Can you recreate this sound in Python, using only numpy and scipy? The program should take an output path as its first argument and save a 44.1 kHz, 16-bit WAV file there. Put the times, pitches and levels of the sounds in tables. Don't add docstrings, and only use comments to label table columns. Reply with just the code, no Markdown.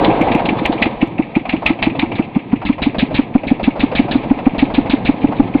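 import sys
import numpy as np
from scipy import signal
from scipy.fft import rfft, irfft, next_fast_len
from scipy.io import wavfile
from scipy.ndimage import map_coordinates

SR = 44100
rng = np.random.default_rng(int(sys.argv[2]) if len(sys.argv) > 2 else 0)


def ratio_of_db(decibels):
    return 10 ** (np.asarray(decibels, float) / 20)


def transcribe(signal):
    frames = np.atleast_2d(signal).T
    limited = np.clip(frames, -1, 1)
    pcm = np.round(limited * 32767).astype(np.int16)
    wavfile.write(sys.argv[1], SR, pcm)


N = 246959


def unit(x):
    return x / np.sqrt(np.mean(x ** 2) + 1e-20)


def filtered(x, response):
    m = next_fast_len(N + SR // 2)
    spectrum = rfft(x, m) * response(np.fft.rfftfreq(m, 1 / SR))
    return irfft(spectrum, m)[..., :N]


def shape(points):
    f, db = np.transpose(points)
    return lambda hz: ratio_of_db(np.interp(np.log(hz + 1), np.log(f + 1), db, -120, -120))


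def peak(f, hz, width):
    return 1j * f * width / (hz * hz - f * f + 1j * f * width + 1e-9)


def wobble(rate):
    knots = rng.standard_normal(int(N * rate / SR) + 4)
    return map_coordinates(knots, [np.arange(N) * rate / SR])


def noise(response, rough_db, rate):
    return unit(filtered(ratio_of_db(rough_db * wobble(rate)) * rng.standard_normal(N), response))


def add(track, s, piece):
    part = track[max(round(s * SR), 0):][:len(piece)]
    part += piece[:len(part)]


def bursts(times, dbs, t60s, rise, bend=1):
    env, t = np.zeros(N), np.arange(SR // 5) / SR
    for s, db, t60 in zip(times, dbs, t60s):
        fall = (np.maximum(t - rise, 0) / max(t60, 0.01)) ** bend
        swell = np.minimum(t / rise, 1) ** 0.5
        add(env, s - rise, ratio_of_db(db - 60 * fall) * swell)
    return env


def turned(s, pair):
    return np.interp(s, (2.24, 2.34), pair)


def damped(s, pair):
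    return turned(s, pair) * np.where(s < 0.8, 0.65, 1)


def scatter(s):
    return rng.standard_normal((len(s), 2)).T


SCATTER_DB = 3

# (time [s], rolling level [dB], cutter level [dB])
LOAD = [(0.0, -18.5, -14), (0.25, -20.5, -17), (0.47, -23, -20), (0.809, -26, -24), (1.181, -29.5, -34.5),
        (1.448, -31.5, -35.5), (1.569, -27, -34), (1.758, -27.5, -34.5), (2.08, -23.5, -32.5),
        (2.34, -31, -36), (2.6, -29, -38.5), (2.81, -27, -38.5), (3.1, -26, -31.5), (3.452, -29, -36),
        (4.022, -24, -27.5), (4.57, -26.5, -30.5), (4.939, -24.5, -27.5), (5.6, -24, -29.5)]
# (frequency [Hz], level [dB per Hz])
SHAKE_COLOUR = [(12, -32.5), (20, -3), (86, -7.5), (140, -14.5), (180, -31), (310, -120)]
DRONE_COLOUR = [(59, -42), (100, -5.5), (275, -2.5), (314, -3), (366, -10), (450, -15.5), (580, -58.5),
                (990, -120)]
ROAR_COLOUR = [(220, -17.5), (380, -4), (472, 2), (562, 2.5), (611, -4), (693, 2), (773, 1), (995, -3),
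               (1420, -22.5), (1600, -16.5), (2080, -40), (3520, -120)]
WHIRR_COLOUR = [(760, -38.5), (1300, 2.5), (1420, -37.5), (1590, -5.5), (2170, -0.5), (2480, -1.5),
                (2990, -8), (3430, -7.5), (3920, -13), (4740, -25.5), (6160, -74.5), (10400, -120)]


def running():
    s, *cols = np.transpose(LOAD)
    shaft_db = 0.7 * wobble(25)
    drone_db, roar_db = (np.interp(np.arange(N) / SR, s, c) + shaft_db for c in cols)
    shake_db = 5 + 1.746 * drone_db
    whirr_db = -18 + 0.83 * roar_db
    shake = ratio_of_db(shake_db) * noise(shape(SHAKE_COLOUR), rough_db=-3.0, rate=34)
    drone = ratio_of_db(drone_db) * noise(shape(DRONE_COLOUR), rough_db=3.0, rate=51)
    roar = ratio_of_db(roar_db) * noise(shape(ROAR_COLOUR), rough_db=0.5, rate=160)
    whirr = ratio_of_db(whirr_db) * noise(shape(WHIRR_COLOUR), rough_db=2.0, rate=67)
    return shake + drone + roar + whirr


def rattles():
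    slam_s, _, _, cowl_db = np.transpose(PANEL_SLAMS)
    fire_s = np.transpose(EVEN_FIRINGS)[0]
    stray_s, stray_db, _ = np.transpose(VALVE_CLOSINGS + STRAY_BLOWS)
    t60 = 0.077

    def small(s, db):
        return [s, db + SCATTER_DB * scatter(s)[0], np.full(len(s), t60)]

    late = turned(slam_s, (0.0045, 0.0105))
    return np.hstack([[slam_s + late, cowl_db, damped(slam_s, (0.072, 0.088))],
                      small(fire_s - 0.012, turned(fire_s, (-18, -25))),
                      small(fire_s + 0.029, turned(fire_s, (-25, -28))),
                      [stray_s, stray_db, np.full(len(stray_s), t60)]])


# (frequency [Hz], width [Hz], level [dB])
COWLING_MODES = [(1990, 430, -3), (2323, 302, 2.5), (2655, 280, 0), (3480, 570, -12.5)]


def clatter():
    s, db, t60 = rattles()

    def cowling(f):
        modes = sum((-1) ** k * ratio_of_db(g) * peak(f, c, w) for k, (c, w, g) in enumerate(COWLING_MODES))
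        return modes * peak(f, 2300, 1200)

    ringing = noise(cowling, rough_db=1.5, rate=300)
    wash = noise(shape(WHIRR_COLOUR), rough_db=1.5, rate=300)
    hum = ratio_of_db(turned(np.arange(N) / SR, (-47, -48)))
    near = (hum + bursts(s, db - 7.0, t60, rise=0.0017, bend=1.206)) * ringing
    return near + bursts(s, db - 18.5, 2.5 * t60, rise=0.00067) * wash


# (time [s], rattle level [dB], knock level [dB])
VALVE_CLOSINGS = [(.2843, -18, -14), (.6135, -41, -30), (.78, -20, -33), (1.455, -24.5, -11),
                  (1.623, -34, -10.5), (1.79, -25, -15.5), (1.952, -26, -12), (2.118, -18.5, -11),
                  (2.618, -31, -12.5), (2.783, -29.5, -13), (2.947, -30.5, -9.5), (3.109, -33.5, -11),
                  (3.436, -27.5, -11), (3.597, -33, -9), (3.758, -38.5, -10), (3.917, -26.5, -7),
                  (4.083, -32.5, -10.5), (4.233, -30, -14), (4.389, -26.5, -12.5), (4.548, -28.5, -12.5),
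                  (4.704, -35, -10), (4.861, -27.5, -11.5), (5.321, -31.5, -9), (5.474, -37, -30)]
# (time [s], rattle level [dB], knock level [dB])
STRAY_BLOWS = [(0.103, -14.5, -25), (.147, -23.5, -16), (0.2123, -13, -19.5), (.273, -40.5, -5),
               (.347, -15, -6), (0.379, -20.5, -30), (.397, -34, -5.5), (.553, -42.5, -14),
               (.857, -14, -9.5), (1.009, -22, -21), (1.347, -29.5, -24)]


def blows():
    slam_s, slam_db, _, _ = np.transpose(PANEL_SLAMS)
    fire_s = np.transpose(EVEN_FIRINGS)[0]
    stray_s, _, stray_db = np.transpose(VALVE_CLOSINGS + STRAY_BLOWS)
    s, db, hz = np.hstack([
        [slam_s, slam_db + turned(slam_s, (4.5, 1)), turned(slam_s, (810, 654))],
        [fire_s - 0.006, turned(fire_s, (-10, -13.5)), np.full(len(fire_s), 780)],
        [stray_s, stray_db, turned(stray_s, (758, 640))]])
    size, pitch = scatter(s)
    return np.transpose([np.maximum(s, 0.003), db + 0.2 * SCATTER_DB * size, hz * np.exp(0.1 * pitch)])


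def knocks():
    out, t = np.zeros(N), np.arange(SR // 8) / SR
    f = np.fft.rfftfreq(len(t), 1 / SR)
    env = ratio_of_db(-60 * (t / 0.067) ** 2) * (1 - np.exp(-t / 0.0013))
    for s, db, hz in blows():
        grit = rng.standard_normal(len(t))
        buzz = env * irfft(rfft(grit) * peak(f, hz, 370) ** 2, len(t))
        even = np.linalg.norm(env) / np.linalg.norm(buzz)
        add(out, s - 0.003, ratio_of_db(db - 10.5) * buzz * even)
    return out


# (time [s], spray level [dB], thump level [dB], cowling level [dB])
PANEL_SLAMS = [(0.0438, -10, -11, -15.5), (0.3153, -17, -14, -11), (0.4542, -14.5, -13.5, -18.5),
               (0.4854, -29, -19.5, -6), (.5875, -20, -35, -19.5), (0.6511, -13.5, -16.5, -4),
               (0.7213, -17.5, -31.5, -26.5), (.819, -12.5, -5.5, -4), (1.4902, -19.5, -13, -11),
               (1.6584, -14, -11.5, -2.4), (1.8228, -12, -11, -5), (1.9906, -16.5, -10, -11),
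               (2.1523, -24.5, -14, -24), (2.6526, -19, -8.5, -13.5), (2.8198, -14.5, -8.5, -12),
               (2.9844, -12, -8, -12.5), (3.1443, -14.5, -7.5, -13), (3.47, -23.5, -7, -17.5),
               (3.6314, -21, -6, -12.5), (3.7958, -15.5, -7.5, -13), (3.9525, -14, -8, -13),
               (4.112, -14, -5.5, -20), (4.5824, -15.5, -7.5, -12.5), (4.7408, -16, -7, -16),
               (4.8978, -15, -4.5, -14), (5.0508, -17, -9.5, -13.5), (5.2071, -35, -16, -27.5),
               (5.359, -32, -20, -34.5)]
# (frequency [Hz], level [dB per Hz])
SPRAY_COLOUR = [(820, -49), (1400, -11.5), (1530, -11), (1790, -4), (1940, -19), (2700, -6.5), (2930, -6),
                (3860, -6), (4740, -23.5), (6160, -61), (10400, -120)]


def slams():
    s, db, thump_db, cowl_db = np.transpose(PANEL_SLAMS)
    t60 = damped(s, (0.12, 0.18))
    jolt_db = cowl_db + turned(s, (-15, -4))
    spray = bursts(s, db - 11, t60, rise=0.001, bend=0.76)
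    spray += bursts(s + 0.0049, db - 11.0, 1.01 * t60, rise=0.0013, bend=0.96)
    out = spray * noise(shape(SPRAY_COLOUR), rough_db=1.5, rate=300)
    t = np.arange(SR // 10) / SR
    thump = np.sin(2 * np.pi * 235 * t) * np.exp(-(t / 0.007) ** 2) * (1 - np.exp(-t / 0.0016)) * 1.32
    jolt = np.sin(2 * np.pi * 62 * t) * np.exp(-t / 0.016)
    for at, thump_gain, jolt_gain in zip(s, ratio_of_db(thump_db - 2.5), ratio_of_db(jolt_db + 0.5)):
        add(out, at - 0.002, thump_gain * thump + jolt_gain * jolt)
    return out


# (time [s], blast level [dB], pipe pitch [Hz])
UNEVEN_FIRINGS = [
    (0.081, -2.5, 310),
    (.212, -4.5, 250.3),
    (0.352, -3, 241),
    (.485, -8, 290),
    (.527, -9.5, 270),
    (.619, -9.5, 265),
    (.696, -5.5, 283),
    (.751, -14, 299),
    (.863, -6, 292.3),
]
# (time [s], blast level [dB], pipe pitch [Hz])
EVEN_FIRINGS = [(1.028, -0.5, 261.3), (1.195, -2.5, 268), (1.366, -1.5, 244.5), (1.537, -4.5, 278),
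                (1.704, -3, 283), (1.87, -3, 269.4), (2.031, -4.5, 286), (2.196, -3.5, 248),
                (2.363, -2.5, 228), (2.531, -0.5, 244.8), (2.697, -1.5, 263), (2.867, -2.5, 272),
                (3.027, -2.5, 248.5), (3.19, 1, 275), (3.353, 3.5, 249.4), (3.514, 1.5, 256.3),
                (3.677, 1.5, 260.4), (3.835, 0, 281), (3.995, 1.5, 268), (4.154, -1, 279.4), (4.31, 3, 270),
                (4.467, 4, 265.8), (4.626, 2.5, 286.5), (4.782, 2.5, 284.7), (4.935, 0, 295),
                (5.091, 2.5, 281), (5.243, 2, 287), (5.398, 4.5, 285), (5.551, 1, 291.7)]


def exhaust():
    out, t = np.zeros(N), np.arange(SR // 10) / SR
    for s, blast_db, pipe_hz in UNEVEN_FIRINGS + EVEN_FIRINGS:
        build_s, ring_hz = turned(s, (6.6, 8.37)) / 1000, turned(s, (329, 283))
        u = t / build_s
        blast = u ** turned(s, (1.55, 1.65)) * np.exp(0.5 * (1 - u ** 3))
        ring_db = turned(s, (-9.5, -11.5)) - 0.44 * max(blast_db, -3)
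        takeover = 1 - np.exp(-(u / turned(s, (1.39, 1.27))) ** 2.5)
        ring = ratio_of_db(ring_db) * takeover * ratio_of_db(4) * np.exp(-(t / 0.019) ** 2)
        warm_up = 1.0463 * t - 0.002 * (1 - np.exp(-t / 0.0077))
        ring_shift = (1.05 * ring_hz - 1.07 * pipe_hz) * np.maximum(t - 1.3 * build_s, 0)
        boom = (blast + ring) * np.sin(2 * np.pi * (pipe_hz * warm_up + ring_shift))
        rock = ratio_of_db(-18.0) * np.sin(2 * np.pi * 70 * t) * np.exp(-t / 0.01)
        add(out, s - 0.0035, ratio_of_db(blast_db) * (boom - rock))
    return out


def scene():
    return (running() + clatter() + knocks() + slams() + exhaust())[None]


# (time [s], peak level [dB])
OVERLOADS = [
    (0.2157, -31.5),
    (.3501, -32),
    (0.6603, -25),
    (.826, -39),
    (1.0301, -51.5),
    (1.075, -48),
    (1.6646, -30),
]
# (frequency [Hz], level [dB per Hz])
CRACKLE_COLOUR = [(4600, -28), (5400, 2.5), (7500, -1.5), (11000, -7), (14500, -12.5), (15700, -41.5)]


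def crackle():
    s, db = np.transpose(OVERLOADS)
    spikes = np.zeros(N)
    spikes[np.round((s + 0.001) * SR).astype(int)] = ratio_of_db(db + 16)
    smear = bursts(s + 0.002, db - 33, np.full(len(s), 0.04), rise=0.013)
    smear = smear * noise(shape(CRACKLE_COLOUR), rough_db=-4.0, rate=100)
    return filtered(spikes, shape(CRACKLE_COLOUR)) + smear


def top_cut(x):
    return signal.sosfilt(signal.butter(12, 15740, fs=SR, output="sos"), x)


def record(dry):
    squashed = dry / (1 + np.maximum(dry / 0.74, 0) ** 8) ** (1 / 8)
    coupled = filtered(squashed, lambda f: 1j * f / (1j * f + 12))
    floored = coupled / (1 + np.maximum(-coupled / 0.94, 0) ** 14) ** (1 / 14)
    narrow = filtered(floored, lambda f: 1 / (1 + (f / 5105) ** 30))
    return top_cut(narrow + crackle())


dry = scene()
out = record(dry)
transcribe(out)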